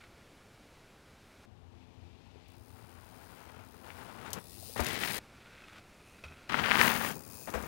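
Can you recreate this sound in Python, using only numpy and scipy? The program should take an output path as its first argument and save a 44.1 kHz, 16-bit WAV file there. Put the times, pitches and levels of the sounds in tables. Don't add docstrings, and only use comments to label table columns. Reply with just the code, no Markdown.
import sys
import numpy as np
from scipy import signal
from scipy.fft import rfft, irfft
from scipy.io import wavfile

SR = 44100
rng = np.random.default_rng(int(sys.argv[2]) if len(sys.argv) > 2 else 0)


def pcm_store(signal):
    levels = np.round(np.clip(np.atleast_2d(signal), -1, 1) * 32767)
    wavfile.write(sys.argv[1], SR, levels.astype(np.int16).T)


N = 338247
TIME = np.arange(N) / SR
CUTS_S = [1.455, 5.19, 6.492]


# frequency in Hz, relative level in dB.
CASING = [(25, -36), (60, -10), (120, -2), (190, -2), (310, -6.5), (450, -7.5), (620, -12.5), (880, -12.5),
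          (1200, -17.5), (2000, -33), (9000, -80)]
CAVITY_HZ = 226
CRUNCH_FALL_DB, RUMBLE_FALL_DB = 22, 13

def tyres(ride, weight, gravel, crunch_db, rumble_db, spread_db, clump_db, cavity_db):
    clumps = gain_of(clump_db * wander(76))
    crunch = evened(colour(clumps * grit(per_s=2400, spread_db=spread_db, grain_s=0.00079), gravel))
    casing = evened(colour(clumps * rng.standard_normal(N), CASING))
    cavity = evened(gain_of(3.4 * wander(10.6)) * tone(CAVITY_HZ + 9 * wander(24.65)))
    rumble = evened(casing + gain_of(cavity_db) * cavity)
    nearest_s, distance_m, near_crunch_db, near_rumble_db = ride
    decades, _ = ride_by(nearest_s, distance_m)
    crunch_level = near_crunch_db + crunch_db + weight[0] - CRUNCH_FALL_DB * decades
    rumble_level = near_rumble_db + rumble_db + weight[1] - RUMBLE_FALL_DB * decades
    return gain_of(crunch_level) * crunch + gain_of(rumble_level) * rumble


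# frequency in Hz, relative level in dB.
FAR_GRAVEL = [(150, -21), (400, -3), (620, -4), (900, -1.5), (1500, -1.8), (2200, -8.5), (3200, -13.5),
              (5000, -22), (7000, -25.5), (16000, -37)]
NEAR_GRAVEL = [(150, -20), (400, 0), (560, -6.5), (750, 0), (1100, -1.3), (2000, 1.2), (2900, -4),
               (3600, -4), (5500, -14), (8000, -18), (16000, -42)]
SIDE_GRAVEL = [(200, -26.5), (600, -8), (1000, -11.5), (1400, 4.5), (1750, -4.5), (2120, 0.5), (2550, -1),
               (3000, -8.5), (3580, -7.5), (5000, -15.5), (8000, -21.5), (15000, -33)]
AWAY_GRAVEL = [(150, -34), (400, -11), (800, -1.5), (1300, 0.5), (1900, 1.5), (2700, -2.5), (4000, -9.5),
               (7000, -22.5), (11000, -29), (16000, -45)]
# time in seconds, distance in metres, relative crunch and rumble in dB.
PASS_TOWARD = (5.06, 1.2, -40.5, -47)
PASS_SIDE = (5.85, 1.7, -56, -63.5)
PASS_AWAY = (6.785, 0.52, -28.8, -37.5)

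def tyre_passes():
    weight = contact()
    far = tyres(PASS_TOWARD, weight, FAR_GRAVEL, -0.9, -4.7, spread_db=0.5, clump_db=1.6, cavity_db=-9)
    near = tyres(PASS_TOWARD, weight, NEAR_GRAVEL, 0, 0, spread_db=2.8, clump_db=1.4, cavity_db=-10)
    side_on = tyres(PASS_SIDE, weight, SIDE_GRAVEL, 0, 0, spread_db=2.5, clump_db=1.7, cavity_db=-22)
    away = tyres(PASS_AWAY, weight, AWAY_GRAVEL, 0, 0, spread_db=2.9, clump_db=1.5, cavity_db=-6)
    gone = tyres(PASS_AWAY, weight, FAR_GRAVEL, 0, 1.5, spread_db=1.5, clump_db=1.6, cavity_db=-9)
    coming = np.where(TIME < HOPS[0][0] + LIFT_S, far, near)
    going = np.where(TIME < HOPS[2][0] + LIFT_S, away, gone)
    return coming, side_on, going


# take-off and touch-down in seconds, change of crunch and rumble in dB.
HOPS = [(4.385, 4.76, -24, -9), (5.79, 6.237, -22, -9), (7.105, 7.475, -21, -11)]
# middle and length in seconds, change of crunch and rumble in dB.
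LOADS = [(3.44, 0.22, 3.5, -1), (3.72, 0.2, -7, -2), (3.868, 0.04, 6, 3), (4.0, 0.06, 3.5, 1),
         (4.2, 0.42, 2, 4), (4.37, 0.05, 3, 7.5), (4.87, 0.2, 1, 4), (5.045, 0.04, 3.5, 0),
         (5.27, 0.25, -4, 0), (5.785, 0.05, 1.5, 3), (6.3, 0.08, 0, 7), (6.547, 0.02, 5, 3),
         (6.622, 0.028, -6, -1), (6.7, 0.12, -0.5, -4), (6.84, 0.11, 0.5, 3), (6.99, 0.11, -2, 1.5),
         (7.15, 0.08, -1, 5), (7.515, 0.04, -7, -3)]
LIFT_S, SETTLE_S = 0.05, 0.008

def contact():
    crunch = -10 * (1 - ramp(start_s=2.66, length_s=0.1))
    rumble = np.zeros(N)
    changes = [(ramp(off, LIFT_S) - ramp(down, SETTLE_S), *db) for off, down, *db in HOPS]
    changes += [(swell(s, length), *db) for s, length, *db in LOADS]
    for shape, crunch_db, rumble_db in changes:
        crunch += crunch_db * shape
        rumble += rumble_db * shape
    return crunch, rumble


def ride_by(nearest_s, distance_m, speed_m_per_s=5.0):
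    to_go = speed_m_per_s * (nearest_s - TIME)
    range_m = np.hypot(to_go, distance_m)
    return np.log10(range_m / distance_m), np.maximum(to_go / range_m, 0)


# start in seconds, relative spray and thud
# levels in dB, thud pitch in Hz, decay in seconds.
LANDINGS = [(4.369, -53, -45, 175.5, 0.0088), (4.76, -34, -62, 170, 0.0087),
            (4.793, -31.5, -36, 240, 0.026), (4.804, -54, -25.5, 72.4, 0.014),
            (6.237, -45.5, -50, 110, 0.0094), (6.25, -70, -45.5, 78, 0.054), (7.475, -38, -63, 180, 0.013),
            (7.538, -30.5, -40, 220, 0.025), (7.552, -38.5, -35, 65, 0.032)]
# frequency in Hz, relative level in dB.
LANDING_GRAVEL = [(100, -14), (350, 0.5), (750, 0.5), (1500, -5.5), (2600, -15), (4000, -25), (8000, -27.5),
                  (16000, -33)]

def landings():
    spray, thuds, t = np.zeros(N), np.zeros(N), np.arange(8192) / SR
    for s, spray_db, thud_db, hz, decay_s in LANDINGS:
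        add(spray, s, gain_of(spray_db - 1) * burst(decay_s, 0.0005))
        envelope = (1 - np.exp(-t / 0.0036)) * np.exp(-t / decay_s)
        add(thuds, s, gain_of(thud_db + 1.5) * envelope * np.sin(2 * np.pi * hz * t))
    return colour(spray, LANDING_GRAVEL) + thuds


# start in seconds, relative level in dB, pitch in Hz.
STONES = [(3.904, -34, 2190), (4.867, -20.5, 3540), (5.036, -18, 2190), (5.0495, -19.5, 1910),
          (5.0762, -24.5, 2050), (6.534, -20.5, 2460), (6.5434, -13.5, 1410), (6.545, -18.5, 1462),
          (6.591, -22, 2290), (6.6394, -17, 2300), (6.643, -21, 1900), (6.7126, -8.5, 2100),
          (6.7177, -9, 1935), (6.744, -18, 1496), (6.756, -11, 1900), (6.7753, -17, 1340),
          (6.8137, -3.5, 1980), (6.834, -16, 1660), (6.91, -18, 1230), (7.013, -23.5, 1330),
          (7.085, -34, 2470), (7.474, -33.5, 1650), (7.54, -30, 1000)]

def stones(rise_cycles=0.56, scatter_db=-19):
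    cracks, scatter, t = np.zeros(N), np.zeros(N), np.arange(1024) / SR
    for s, db, hz in STONES:
        age = t * hz / rise_cycles
        envelope = age ** 2 * np.exp(2 * (1 - age))
        add(cracks, s, gain_of(db) * envelope * np.sin(2 * np.pi * (hz * t + rng.random())))
        add(scatter, s, gain_of(db + scatter_db) * burst(0.0012, 0.0001))
    return cracks + colour(scatter, AWAY_GRAVEL)


# frequency and width in Hz, then relative level in dB with the
HUB_MODES = [(2527, 110, -2, 3, 13), (2797, 230, -3, -22, -3), (4040, 560, 1.5, -10, -13),
             (4950, 530, 2.5, -0.5, -12), (6510, 700, -2, 0, -5), (9250, 750, 3.5, 1, -3.5),
             (11000, 4300, -1, -3.5, -12), (14000, 4100, -6, -7, -28), (16000, 910, 4, 7, -30)]
# middle and length in seconds, change in dB.
HUB_DIPS = [(3.95, 0.85, -3.5), (4.975, 0.04, -7), (6.5, 0.1, -7), (7.15, 0.3, -3.2), (7.45, 0.16, -2)]
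# time in seconds, distance in metres,
# relative level in dB, the bike's shadow from ahead in dB.
HUB_TOWARD = (5.09, 0.85, -43.4, -4.4)
HUB_SIDE = (6.09, 0.5, -66, -4)
HUB_AWAY = (6.83, 0.31, -36, -9)
HUB_FALL_DB, TICK_GROWTH_DB = 18.5, 1.9

def freehub(coast_s=2.48, cruise_ticks_per_s=90):
    centre, width, *sides = np.transpose(HUB_MODES)
    hz, ticks = np.arange(20, SR / 2, 20), pawls()
    modes = (1 + ((hz[:, None] - centre) / width) ** 2) ** -2
    dips = sum(db * swell(s, length) for s, length, db in HUB_DIPS)
    force = gain_of(dips + TICK_GROWTH_DB * np.log2(pawl_rate() / cruise_ticks_per_s)) * (TIME > coast_s)
    heard = []
    for (nearest_s, distance_m, db, shadow_db), mode_db in zip([HUB_TOWARD, HUB_AWAY, HUB_SIDE], sides):
        decades, heading = ride_by(nearest_s, distance_m)
        spectrum = np.column_stack([hz, 10 * np.log10(modes @ gain_of(mode_db) ** 2)])
        level = force * gain_of(db - HUB_FALL_DB * decades + shadow_db * heading)
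        heard.append(level * evened(colour(ticks, spectrum)))
    return heard


def pawls(tick_s=0.0034, tail_s=0.013, tail_db=-13, uneven_db=1.1):
    teeth_passed = np.floor(np.cumsum(pawl_rate()) / SR)
    drops = np.diff(teeth_passed, prepend=0) * gain_of(uneven_db * rng.standard_normal(N))
    t = np.arange(2048) / SR
    shake = (1 - np.exp(-t / 0.001)) * (np.exp(-t / tick_s) + gain_of(tail_db) * np.exp(-t / tail_s))
    return signal.oaconvolve(drops, shake)[:N] * rng.standard_normal(N)


# time in seconds, ticks per second.
RATE_TOWARD = [(2.48, 50), (2.7, 93), (3.0, 84), (3.27, 107), (3.57, 63), (3.7, 86), (3.82, 90),
               (3.99, 122), (4.1, 82), (4.46, 70), (4.67, 135), (4.8, 84)]
RATE_AWAY = [(6.7, 101), (6.95, 80), (7.08, 150), (7.13, 92), (7.22, 65), (7.31, 90), (7.44, 140),
             (7.51, 85), (7.66, 100)]

def pawl_rate():
    return np.where(TIME < CUTS_S[2], curve(RATE_TOWARD), curve(RATE_AWAY))


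# start in seconds, relative level in dB.
CLACKS = [(2.485, -64), (4.304, -42), (4.3312, -25.5), (4.779, -38), (4.8035, -28), (4.845, -33),
          (4.8652, -28), (4.885, -35), (4.93, -36), (7.087, -35), (7.114, -38), (7.502, -39),
          (7.625, -41.5)]
# frequency in Hz, relative level in dB.
CLACK_COLOUR = [(1200, -41), (3300, 0.5), (4500, 1.5), (6500, 5), (8500, 0), (10500, 3), (12500, 2.5),
                (16000, -7)]

def clacks():
    hits = np.zeros(N)
    for s, db in CLACKS:
        add(hits, s, gain_of(db - 5) * (burst(0.0037, 0.0002) + gain_of(-10.5) * burst(0.012, 0.0016)))
    return colour(hits, CLACK_COLOUR)


# frequency in Hz, relative level in dB.
ROTOR_MODES = [(1900, -70), (3548, -68), (5496, -67), (7850, -69), (10584, -73), (10654, -58), (12231, -76),
               (13792, -66.5)]
# time in seconds, gain in dB.
ROTOR_LEVEL = [(4.35, -40), (4.395, -4), (4.44, -7), (4.555, -3), (4.6, -40)]

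def rotor():
    ring = sum(gain_of(db + 2 * wander(30)) * np.sin(2 * np.pi * hz * TIME) for hz, db in ROTOR_MODES)
    sounding = (TIME > ROTOR_LEVEL[0][0]) & (TIME < ROTOR_LEVEL[-1][0])
    return gain_of(curve(ROTOR_LEVEL)) * ring * sounding


# start in seconds, relative level in dB.
JOLTS = [(5.64, -51), (6.239, -40), (6.283, -49), (6.322, -52)]
# frequency in Hz, relative level in dB, seconds to fall by 60 dB.
WHEEL_MODES = [(2550, 2, 0.048), (3160, -9, 0.037), (5570, -15, 0.045)]

def pings():
    out, t = np.zeros(N), np.arange(8192) / SR
    for s, db in JOLTS:
        for hz, mode_db, t60 in WHEEL_MODES:
            add(out, s, gain_of(db + mode_db - 60 * t / t60) * np.sin(2 * np.pi * hz * t))
    return out


# start in seconds, relative level in dB.
SCUFFS = [(.005, -53), (.035, -54), (3.37, -61), (3.595, -62), (3.903, -55), (4.258, -47.5), (6.18, -58),
          (6.237, -46)]

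def scuffs(decay_s=0.02):
    out = np.zeros(N)
    for s, db in SCUFFS:
        add(out, s, gain_of(db) * burst(decay_s, 0.0025))
    return colour(out, SIDE_GRAVEL)


# start in seconds, relative level in dB, pitch in Hz.
KNOCKS = [(2.357, -51.5, 416), (4.628, -48.5, 661), (4.695, -45.5, 482.7), (7.392, -50.5, 490)]

def knocks(decay_s=0.0023):
    out, t = np.zeros(N), np.arange(4096) / SR
    envelope = t / decay_s * np.exp(1 - t / decay_s)
    for s, db, hz in KNOCKS:
        add(out, s, gain_of(db) * envelope * np.sin(2 * np.pi * hz * t))
    return out


# frequency in Hz, relative level in dB.
CHAIN_COLOUR = [(1000, -9), (2000, -4), (2550, 0), (3100, -3.5), (4000, -3.5), (5500, -10.5), (8000, -19),
                (16000, -30)]

def chain(start_s=1.68, stop_s=2.53, fade_s=0.08, db=-74.5, rise_db_per_s=6.5):
    pedalling = ramp(start_s, fade_s) - ramp(stop_s, fade_s)
    level = gain_of(db + rise_db_per_s * (TIME - start_s)) * pedalling
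    return level * evened(colour(grit(per_s=2500, spread_db=1.5, grain_s=0.0018), CHAIN_COLOUR))


# frequency in Hz, relative level in dB.
ENGINE_LINES = [(86.1, -64), (110.4, -66.5), (173, -77), (258.4, -69), (344.5, -73.5), (436, -75.5)]

def engine(waver_db=3, waver_hz=1.25, gain_db=1, swell_db=0.6):
    lines = [gain_of(db + waver_db * wander(8.3)) * tone(hz + waver_hz * wander(5.5))
             for hz, db in ENGINE_LINES]
    return gain_of(gain_db + swell_db * wander(3)) * sum(lines)


# frequency in Hz, relative level in dB.
TRAFFIC = [(20, -5.5), (40, -3.5), (90, -2.5), (200, -6), (400, -8.5), (650, -11), (1000, -15),
           (1430, -13.5), (1900, -18), (2240, -15.5), (3200, -21.5), (4050, -22), (7000, -28), (11500, -33),
           (15000, -39)]
AIR = [(20, -58), (45, -7), (80, -0.5), (125, -8.5), (190, -14), (240, -12.5), (330, -20), (550, -24),
       (760, -16), (1300, -30.5), (3000, -30), (7000, -42), (15500, -52)]

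def background(spectrum, db, drift_db=0.5):
    return gain_of(db + drift_db * wander(6.6)) * evened(colour(rng.standard_normal(N), spectrum))


def grit(per_s, spread_db, grain_s, count=24):
    sizes = gain_of(spread_db * np.minimum(rng.exponential(1, N), 4)) * (rng.random(N) < per_s / SR)
    kind = rng.integers(0, count, N)
    cracks = [evened(burst(grain_s, grain_s / 10, size=256)) for _ in range(count)]
    return evened(sum(signal.oaconvolve(sizes * (kind == k), one)[:N] for k, one in enumerate(cracks)))


def burst(decay_s, rise_s, size=8192):
    t = np.arange(size) / SR
    return rng.standard_normal(size) * (1 - np.exp(-t / rise_s)) * np.exp(-t / decay_s)


def colour(x, points, size=4096):
    hz, db = np.transpose(points)
    log_hz = np.log(abs(np.fft.fftfreq(size, 1 / SR)) + 1)
    log_gain = np.log(gain_of(np.interp(log_hz, np.log(hz + 1), db)))
    taps = np.fft.ifft(np.exp(np.conj(signal.hilbert(log_gain)))).real[:size // 2]
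    return signal.oaconvolve(x, taps / np.linalg.norm(taps))[:N]


def wander(per_s):
    lowpass = np.exp(-(np.fft.rfftfreq(N, 1 / SR) / per_s) ** 2)
    return evened(irfft(rfft(rng.standard_normal(N)) * lowpass, N))


def tone(hz):
    return np.sin(2 * np.pi * np.cumsum(hz) / SR)


def ramp(start_s, length_s):
    return np.clip((TIME - start_s) / length_s, 0, 1)


def swell(middle_s, length_s):
    return np.exp(-(2 * (TIME - middle_s) / length_s) ** 4)


def curve(rows):
    return np.interp(TIME, *np.transpose(rows))


def gain_of(db):
    return 10 ** (np.asarray(db) / 20)


def evened(x):
    return x / np.sqrt(np.mean(x ** 2) + 1e-20)


def add(mix, s, sound):
    part = mix[round(s * SR):][:len(sound)]
    part += sound[:len(part)]


def scene():
    whine = gain_of(-85) * np.sin(2 * np.pi * 11100 * TIME)
    traffic = background(TRAFFIC, db=-58.5) + whine
    air = background(AIR, db=-62.5)
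    coming, side_on, going = tyre_passes()
    pedalling = chain()
    hub_front, hub_rear, hub_side = freehub()
    shot = np.searchsorted(CUTS_S, TIME)
    sound = np.choose(shot, [traffic,
                             coming + hub_front + pedalling + engine() + air,
                             side_on + hub_side + traffic,
                             going + hub_rear + air])
    sound = sound + landings() + stones() + scuffs() + clacks() + rotor() + pings() + knocks()
    close = shot % 2
    return np.array([sound * (1 + close), sound * (1 - close)])


def record(dry, overload=0.85, edge_hz=15850):
    rounded = dry / (1 + (dry / overload) ** 6) ** (1 / 6)
    lowpass = signal.firwin(511, edge_hz, window=("kaiser", 9), fs=SR)
    return signal.oaconvolve(rounded, lowpass[None], "same")


dry = scene()
out = record(dry)
pcm_store(out)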